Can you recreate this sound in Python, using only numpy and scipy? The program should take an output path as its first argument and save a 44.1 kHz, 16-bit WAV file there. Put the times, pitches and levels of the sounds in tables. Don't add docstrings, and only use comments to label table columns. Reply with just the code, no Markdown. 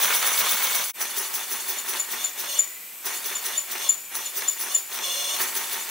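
import sys
import numpy as np
from scipy import signal
from scipy.fft import rfft, irfft, next_fast_len
from scipy.io import wavfile
from scipy.ndimage import uniform_filter1d, map_coordinates

SR = 44100
rng = np.random.default_rng(int(sys.argv[2]) if len(sys.argv) > 2 else 0)


def pcm_store(signal):
    levels = np.round(np.clip(np.atleast_2d(signal), -1, 1) * 32767)
    wavfile.write(sys.argv[1], SR, levels.astype(np.int16).T)


def rack_gain(trim_db):
    fader = np.asarray(trim_db, float)
    return 10 ** (fader / 20)


N = 260180
CHANGE_S, FADE_OUT_S, FADE_IN_S = 0.927, 0.022, 0.024

# exhaust puff in seconds, puff level in dB,
# seconds the valve then stays open, linkage shake in dB, whistle in dB.
TURNS_NEAR = [
    (-.082, -27, 0.0688, -32, -25),
    (0.036, -32, 0.079, -30.5, -27),
    (0.161, -35, 0.08, -33.5, -24.5),
    (0.278, -36, 0.055, -31, -26),
    (0.399, -31, 0.091, -32, -31),
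    (0.515, -36, .07, -34, -28),
    (0.645, -35, 0.0755, -31.5, -28.5),
    (0.762, -37.5, 0.083, -36, -27.5),
    (0.898, -70, 0.061, -69, -40),
]
HELD_S = 0.41
TURNS = [(1.02, -30.1, 0.086, -36.5, -29.5), (1.184, -29, 0.073, -35, -32.5),
         (1.355, -29.5, 0.083, -37.5, -35), (1.524, -31.5, 0.078, -36.5, -32.5),
         (1.699, -29.5, 0.089, -36, -36), (1.896, -31.5, 0.097, -34.5, -32), (2.124, -34.5, 0.13, -37, -41),
         (2.401, -33.5, 0.18, -38, -39), (3.067, -32, 0.083, -34.5, -32), (3.267, -34, 0.1, -37, -35),
         (3.463, -33, 0.11, -36, -33), (3.725, -34.5, 0.16, -37.5, -41), (4.166, -34, 0.1, -39.5, -30),
         (4.378, -29.5, .105, -37.5, -35), (4.617, -31.5, .13, -38, -30), (4.945, -37, HELD_S, -37, -39),
         (5.366, -41, 0.068, -39, -47), (5.42, -26.5, 0.063, -34, -32), (5.573, -31.5, .08, -34.5, -32),
         (5.734, -35, 0.075, -35, -37), (5.905, -36, 0.074, -35, -38)]
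PUFF_COLUMN, SHAKE_COLUMN, WHISTLE_COLUMN = 1, 3, 4
# start in seconds, level in dB.
AFTER_PUFFS = [
    (3.148, -40),
    (4.51, -51),
    (4.782, -40),
]

USUAL_OPEN_S, FULL_OPEN_S = 0.093, 0.23
BUILD_S, LATEST_PEAK_S = 0.098, 0.098
EARLY_DB, CRACK_OPEN_S = -3.5, 0.053
STANDSTILL_S, FLICKED_LEAD = 0.35, 0.35

# pitch in Hz, level in dB per Hz.
PUFF = [(4000, -32), (5600, -19), (8000, -23), (13500, -18), (14500, -9), (15060, -1), (15450, 1),
        (15800, -4), (16100, -40)]
HISS = [(3000, -30.5), (4500, 5), (6000, 4.5), (9000, 4.5), (12000, 4.5), (14000, 3), (16000, -33)]
PORT_HZ = (2950, 3120, 3570, 4200)
PORT_ECHO = 0.7

# pitch in Hz, width in Hz, level in dB.
TUBES = [(568, 36, -4.5), (726, 4, 3), (1088, 34, -2.5), (2360, 24, -8), (2710, 44, -6), (2876, 26, 5.5),
         (3260, 220, -2), (3505, 18, 10.5), (4201, 36, 5), (4630, 34, -35), (5260, 60, -4),
         (5830, 66, -0.5), (6300, 38, 6.5), (6386, 340, -3.5), (7190, 61, -1.5), (8620, 110, -2.5),
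         (9060, 100, -9), (9050, 180, -0.5), (12530, 100, -1.5)]
# pitch in Hz, width in Hz.
TUBE_NULLS = [(3100, 260), (3900, 420)]
TUBE_REST_HZ = 3490
OPENING_HZ, TRAVEL_HZ, SHUTTING_HZ = 3450, 3495, 3570
LAST_TRAVEL_S = 0.05
STILL_WOBBLE, MOVING_WOBBLE = 0.002, 0.011

# pitch in Hz, level in dB per Hz.
BOARD_NEAR = [(24, -70), (40, -67), (217, -17.5), (259, -22), (457, -9), (738, -8.5), (947, -1.5),
              (2260, -4.5), (2800, -6.5), (3640, -9), (6160, -120)]
BOARD = [(24, -68), (40, -40), (149, -41), (228, -7), (288, -15.5), (389, -3), (517, -12.5), (914, -1.5),
         (2520, -4), (2800, -4.5), (3640, -18), (6160, -120)]
# pitch in Hz, width in Hz, level in dB.
BOARD_PEAKS = [(367, 31, 2.5), (626, 40, -34), (905, 13, 17.5), (1590, 13, -80), (1860, 170, 12)]
# pitch in Hz, level in dB per Hz.
RATTLE = [(1800, -22), (2500, -14.5), (3500, 3), (4800, -5.5), (6000, -8.5)]
# start in seconds, level in dB.
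JOLTS = [(0.075, -35), (0.107, -30), (.234, -32), (.406, -33.5), (.66, -48), (1.012, -34.5), (1.69, -43),
         (1.94, -32.5), (2.14, -36), (2.44, -34), (3.32, -34.5), (3.755, -33.5), (4.153, -40), (4.425, -32),
         (4.665, -34.5), (4.995, -45), (5.405, -27), (5.61, -33), (5.77, -39)]
JOLT_RISE_S, JOLT_FALL_S = 0.007, 0.029

# pitch in Hz, width in Hz, level in dB, delay in seconds.
THUMPS = [
    (193, 70, -15, 0.026),
    (392.6, 27, -15, 0.0015),
]

# time in seconds, peak level in dB, pitch in Hz,
# left above right in dB.
SQUEAKS = [(1.2624, -40, 6960, 3.0), (1.6019, -38, 6870, 4), (1.7849, -28.5, 7120, 3),
           (1.9978, -20.5, 7130, 4), (2.2441, -20, 7126, 4), (2.5914, -12.5, 7136, 4.5),
           (3.1704, -34, 7210, 2.0), (3.3545, -24.5, 7160, 3), (3.5773, -19, 7140, 4.5),
           (3.8926, -12, 7134, 4.5), (4.2588, -28, 7080, 3), (4.4832, -16.5, 7120, 4.5),
           (4.7485, -14, 7150, 3), (5.8107, -34.5, 7160, 1.5)]
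# multiple of its pitch, level in dB.
SQUEAK_PARTIALS = [(1, 3.5), (1.075, -22), (1.499, -15), (1.545, -14.5)]
# multiple of the squeak's pitch, width in Hz,
# level in dB above the gap hiss, seconds it outlasts the squeak.
GAP_BANDS = [(1, 260, -3, 0), (1.52, 400, -1, .04), (2.04, 550, 1, .06)]
GAP_DB, CLOSING_S, CLOSING_FROM_HZ = -49, 0.12, 5900

# time in seconds, peak level in dB.
KNOCKS = [(0.046, -3.5), (0.1, -10), (0.227, -4), (0.403, -13), (0.462, -5.5), (0.624, -11), (0.75, -8),
          (0.84, -9), (1.014, -7.5), (1.34, -9.5), (1.937, -11), (2.138, -25), (2.445, -13), (3.053, -43),
          (3.312, -35), (3.78, -11), (3.862, -42), (4.153, -9.5), (4.421, -10.5), (4.989, -10),
          (5.397, -14), (5.586, -29)]

# times in seconds, then
# pitches in Hz.
CREEP_S = (1.5, 3.03)
CREEP_HZ = (1740, 2070)
CREEP_DB = -52

# pitch in Hz, level in dB per Hz.
LEAK = [(24, -80), (40, -43), (184, -11), (2130, -7), (2350, -3), (4850, -11), (7610, -4.5), (11100, -5),
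        (12900, 2), (15700, -3.5)]
LEAK_DB = -37.5
# pitch in Hz, width in Hz, level in dB.
LEAK_PEAKS = [(2354, 67, -0.5), (7400, 260, -12), (7860, 180, -3), (12700, 337, 4)]

# delay in seconds, level in dB.
SHOP_ECHOES = [(0.023, -16.5), (0.034, -15), (.045, -27.5)]
SHOP_T60_S, SHOP_DB = 0.5, -24
SHOP_SIDE = 0.45

# pitch in Hz, likeness from 0 to 1.
LIKENESS = [(60, 0.6), (180, 0.71), (550, 0.53), (1650, 0.78), (4970, 0.74), (15000, 0.44)]
# pitch in Hz, left above right in dB.
LEAN = [(60, 0.0), (180, 0.088), (550, 1.0), (1650, 0.0), (4970, 0.92), (15000, 0.74)]
LOW_CUT_HZ, TOP_HZ = 110, 15760


def rms_one(x):
    return x / np.sqrt(np.mean(x ** 2) + 1e-20)


def at_hz(points, hz):
    point_hz, value = np.transpose(points)
    return np.interp(np.log(hz + 1), np.log(point_hz), value)


def drift(rate):
    r = np.exp(-8 * np.pi * rate / SR)
    noise = rng.standard_normal(N // 4 + 9002)
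    slow = signal.lfilter([1], [1, -2 * r, r * r], noise)[9000:]
    return np.interp(np.arange(N) / 4, np.arange(len(slow)), rms_one(slow))


def spread(mid, side, spectrum):
    size = next_fast_len(N)
    hz = np.fft.rfftfreq(size, 1 / SR)
    alike = np.clip(at_hz(LIKENESS, hz), 0, 1)
    mid = rfft(mid, size) * np.sqrt(1 + alike)
    side = rfft(side, size) * np.sqrt(1 - alike)
    lean = rack_gain(at_hz(LEAN, hz) / 2)
    colour = rack_gain(at_hz(spectrum, hz))
    ears = np.array([(mid + side) * lean, (mid - side) / lean])
    return rms_one(irfft(colour * ears, size)[:, :N])


def air(spectrum, grit_db):
    mid, side = rng.standard_normal((2, N)) * rack_gain(grit_db * drift(106))
    return spread(mid, side, spectrum)


def resonate(x, peaks):
    out = 0
    for k, (hz, width, level_db) in enumerate(peaks):
        r, w = np.exp(-np.pi * width / SR), 2 * np.pi * hz / SR
        b = (1 - r * r) / 2 * np.array([1, 0, -1])
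        ring = signal.lfilter(b, [1, -2 * r * np.cos(w), r * r], x)
        out = out + (-1) ** k * rack_gain(level_db) * ring
    return out


def stroke(axis, follows, lead, peak_share, puff_db, peak_db, shut_db, builds_db, fall_db, near_db):
    t = np.arange(0, N + 64, 64) / SR
    power = 1e-12
    shut = -1
    for row in np.array(TURNS_NEAR + TURNS):
        s, held = row[0], max(row[2], 0.03)
        end_db = shut_db + builds_db * np.log2(min(held, FULL_OPEN_S) / USUAL_OPEN_S)
        peak = np.clip(peak_share * held, 0.004, min(LATEST_PEAK_S, 0.9 * held))
        early = max(lead, 0.004) / 2 * (FLICKED_LEAD if s - shut > STANDSTILL_S else 1)
        shut = s + held
        early_db = puff_db + EARLY_DB
        built = np.clip(BUILD_S, peak + 0.001, held - 0.001)
        knots = s + np.array([-early - 3 * CRACK_OPEN_S, -early, 0, peak, built, held, held + 1])
        levels = [early_db - 90, early_db, puff_db, peak_db, end_db, end_db, end_db - abs(fall_db)]
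        near = s < CHANGE_S
        level_db = np.interp(t, knots, levels) + follows * (row[axis] + 35) + near * near_db
        same_position = (t < CHANGE_S) == near
        power = power + rack_gain(level_db) ** 2 * same_position
    return np.interp(np.arange(N) / SR, t, np.sqrt(power))


def piston(opening, travel, shutting, back):
    s, _, held, *_ = np.transpose(TURNS_NEAR + TURNS)
    shut = s + np.minimum(held, np.append(np.diff(s), 1) - 0.03)
    last_travel = np.maximum(shut - LAST_TRAVEL_S, s + 0.02)
    returned = shut + np.minimum(0.1, 0.6 * (np.append(s[1:], 7) - shut))
    times = np.transpose([s + 0.01, last_travel, shut, returned]).ravel()
    return np.interp(np.arange(N) / SR, times, np.tile([opening, travel, shutting, back], len(s)))


def puff_pressure(delay):
    t = np.arange(N) / SR - delay
    out = np.zeros(N)
    for s, level_db, *_ in TURNS_NEAR + TURNS + AFTER_PUFFS:
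        near = slice(max(int((s - 0.1) * SR), 0), int((s + 0.25) * SR))
        late = t[near] - s
        swell = np.where(late < 0, np.exp(-(late / 0.015) ** 2), np.exp(-late / 0.024))
        out[near] += rack_gain(level_db) * swell
    return out


def port_echo(x):
    reading = np.arange(N) - SR / piston(*PORT_HZ)
    once = np.array([map_coordinates(ear, [reading], order=3, mode="mirror") for ear in x])
    return (x + PORT_ECHO * once) / np.sqrt(1 + PORT_ECHO ** 2)


def exhaust():
    after = stroke(axis=PUFF_COLUMN, follows=0.94, lead=0.033, peak_share=0.4, puff_db=-38, peak_db=-75,
                   shut_db=-45, builds_db=3.0, fall_db=44, near_db=13.5)
    broad = stroke(axis=SHAKE_COLUMN, follows=0.49, lead=0.024, peak_share=0.17, puff_db=-42.5, peak_db=-41,
                   shut_db=-37.5, builds_db=-4.0, fall_db=72, near_db=4.5)
    puffs = puff_pressure(0)
    top = air(PUFF, grit_db=1.2) * (rack_gain(0.5) * puffs + after)
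    hiss = air(HISS, grit_db=0.0)
    swelling = rack_gain(-3.0) * puffs
    return top + hiss * swelling + port_echo(hiss) * broad * rack_gain(1.6 * drift(25))


def tubes():
    flow = stroke(axis=SHAKE_COLUMN, follows=0.24, lead=0.082, peak_share=0.1, puff_db=-39.5, peak_db=-43,
                  shut_db=-34, builds_db=5.0, fall_db=209, near_db=1.5)
    hz = piston(OPENING_HZ, TRAVEL_HZ, SHUTTING_HZ, SHUTTING_HZ)
    waves = resonate(air([(100, 1.5), (16000, 0)], grit_db=0.9), TUBES)
    for null_hz, width in TUBE_NULLS:
        waves = signal.lfilter(*signal.iirnotch(null_hz, null_hz / width, SR), waves)
    s, _, held, *_ = max(TURNS, key=lambda row: row[2])
    still = np.abs(np.arange(N) / SR - s - held / 2) < held / 2
    wobble = np.where(still, STILL_WOBBLE, MOVING_WOBBLE) * drift(14)
    reading = np.cumsum(hz / TUBE_REST_HZ + wobble)
    waves = np.array([map_coordinates(w, [reading], order=3, mode="mirror") for w in waves])
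    return flow * rms_one(waves)


def jolts():
    t, out = np.arange(N) / SR, np.zeros(N)
    for s, level_db in JOLTS:
        near = slice(max(int((s - 0.05) * SR), 0), int((s + 0.2) * SR))
        late = t[near] - s
        swell = np.where(late < 0, np.exp(-(late / JOLT_RISE_S) ** 2), np.exp(-late / JOLT_FALL_S))
        out[near] += rack_gain(level_db) * swell
    return out


def clatter():
    shake = stroke(axis=SHAKE_COLUMN, follows=0.96, lead=0.089, peak_share=0.21, puff_db=-37, peak_db=-35,
                   shut_db=-39, builds_db=-0.6, fall_db=109, near_db=0.6)
    rattle = stroke(axis=SHAKE_COLUMN, follows=0.84, lead=0.048, peak_share=0.12, puff_db=-34, peak_db=-36.5,
                    shut_db=-38, builds_db=2, fall_db=158, near_db=4.5)
    sizes = rack_gain(2.12 * np.minimum(rng.exponential(1, (2, N)), 5)) * rng.choice([-1, 1], (2, N))
    happens = rng.random((2, N)) < 2500 * rack_gain(2.5 * drift(40)) / SR
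    contacts = sizes * happens
    rumble = spread(*contacts, BOARD)
    from_side = rack_gain(-0.5) * rumble + rack_gain(-12) * rms_one(resonate(rumble, BOARD_PEAKS))
    from_near = rack_gain(3.5) * spread(*contacts, BOARD_NEAR)
    board = np.where(np.arange(N) < CHANGE_S * SR, from_near, from_side)
    return np.hypot(shake, jolts()) * board + rattle * air(RATTLE, grit_db=3.0)


def thumps():
    shaken = []
    for hz, width, level_db, delay in THUMPS:
        push = air([(100, 0), (900, 0)], grit_db=2.2)
        body = resonate(resonate(push, [(hz, width, 0)]), [(hz, width, 0)])
        shaken.append(rack_gain(level_db) * puff_pressure(delay) * rms_one(body))
    return np.where(np.arange(N) < CHANGE_S * SR, *shaken)


def squeaks():
    out, t = np.zeros((2, N)), np.arange(int(0.04 * SR)) / SR
    first = np.exp(-((t - 0.013) / 0.0057) ** 2)
    second = np.exp(-((t - 0.024) / 0.0036) ** 2)
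    sag = 0.0204 * np.exp(-(t / 0.0106) ** 2) + 0.022 / (1 + np.exp((0.019 - t) / 0.0005))
    starts = rng.uniform(0, 2 * np.pi, (len(SQUEAKS), len(SQUEAK_PARTIALS)))
    for (s, peak_db, hz, pan_db), start in zip(SQUEAKS, starts):
        phase = 2 * np.pi * hz * np.cumsum(1 - sag) / SR
        tone = sum(rack_gain(db) * np.sin(k * phase + p) for (k, db), p in zip(SQUEAK_PARTIALS, start))
        ears = rack_gain(peak_db + np.array([[pan_db], [-pan_db]]) / 2)
        at = int((s - 0.009) * SR)
        out[:, at:at + len(t)] += ears * (first + 0.68 * second) * tone
    return out


def closing_gap():
    t, to_go = np.arange(N) / SR, np.ones(N)
    hz = np.mean(np.array(SQUEAKS)[:, 2])
    for s, *_ in SQUEAKS:
        near = (t > s - CLOSING_S) & (t <= s + 0.08)
        to_go[near] = (s - t[near]) / CLOSING_S
    pitch = hz + (CLOSING_FROM_HZ - hz) * to_go
    out = 0
    for k, width_hz, level_db, outlast in GAP_BANDS:
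        phase = 2 * np.pi * np.cumsum(k * pitch) / SR
        sounding = (to_go < 1) & (to_go > -outlast / CLOSING_S)
        gate = uniform_filter1d(1.0 * sounding, size=900)
        left, right = (drift(width_hz) * np.cos(phase) + drift(width_hz) * np.sin(phase) for ear in range(2))
        out = out + rack_gain(level_db) * gate * np.array([left, 0.8 * left + 0.45 * right])
    return rack_gain(GAP_DB) * out


def knocks():
    out, t = np.zeros(N), np.arange(int(0.016 * SR)) / SR
    ticks = rng.standard_normal((len(KNOCKS), len(t))) * np.exp(-t / 0.0025)
    for (s, peak_db), tick in zip(KNOCKS, ticks):
        at = int(s * SR)
        out[at:at + len(t)] += rack_gain(peak_db - 10) * tick[:N - at]
    band = signal.butter(2, [700, 9000], "band", fs=SR, output="sos")
    return signal.sosfilt(band, out) * rack_gain([[0.7], [-0.7]])


def whistles():
    wind = air([(100, 0), (16000, 0)], grit_db=1.0)
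    high = stroke(axis=WHISTLE_COLUMN, follows=1, lead=0.039, peak_share=1.0, puff_db=-37.5, peak_db=-52.5,
                  shut_db=-44.5, builds_db=-5, fall_db=64, near_db=-0.3)
    middle = stroke(axis=WHISTLE_COLUMN, follows=0.7, lead=0.016, peak_share=0.29, puff_db=-37.5, peak_db=-44,
                    shut_db=-50, builds_db=-13.0, fall_db=180, near_db=2.5)
    low = stroke(axis=SHAKE_COLUMN, follows=1.0, lead=0.068, peak_share=0.5, puff_db=-68, peak_db=-51.5,
                 shut_db=-50, builds_db=2.2, fall_db=66, near_db=9)
    out = 0
    for gain, hz, width in ((high, 10050, 70), (middle, 5980, 250), (low, 2215, 40)):
        line = resonate(resonate(wind, [(hz, width, 0)]), [(hz, width, 0)])
        out = out + gain * rms_one(line)
    return out


def creep():
    t = np.arange(N) / SR
    phase = 2 * np.pi * np.cumsum(np.interp(t, CREEP_S, CREEP_HZ)) / SR
    swell = np.sin(np.pi * np.interp(t, CREEP_S, (0, 1)) ** 2.1)
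    return rack_gain(CREEP_DB) * swell * (drift(60) * np.cos(phase) + drift(60) * np.sin(phase))


def leak():
    hiss = air(LEAK, grit_db=0.5)
    return rack_gain(LEAK_DB) * (hiss + resonate(hiss, LEAK_PEAKS))


def shop(x):
    t = np.arange(int(0.6 * SR)) / SR
    mid, side = rng.standard_normal((2, len(t)))
    tail = mid + SHOP_SIDE * side * [[1], [-1]]
    reply = rack_gain(SHOP_DB - 22.0 - 60 * t / SHOP_T60_S) * tail * (t > 0.02)
    reply[:, 0] = 1
    for delay, level_db in SHOP_ECHOES:
        reply[:, int(delay * SR)] += rack_gain(level_db)
    return signal.fftconvolve(x, reply, axes=1)[:, :N]


def scene():
    air_sounds = exhaust() + tubes() + whistles() + closing_gap() + leak() + creep()
    return air_sounds + clatter() + thumps() + shop(squeaks() + knocks())


def band_limit(x):
    return signal.sosfilt(signal.butter(12, 17040, fs=SR, output="sos"), x)


def record(dry):
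    t = np.arange(N) / SR - CHANGE_S
    fade = np.clip(np.where(t < 0, -t / FADE_OUT_S, t / FADE_IN_S), 0.016, 1) ** 2
    low_cut = signal.butter(1, LOW_CUT_HZ, "high", fs=SR, output="sos")
    top_cut = signal.ellip(14, 0.5, 75, TOP_HZ, fs=SR, output="sos")
    mix = signal.sosfilt(np.vstack([low_cut, top_cut]), dry * fade)
    return band_limit(mix)


dry = scene()
out = record(dry)
pcm_store(out)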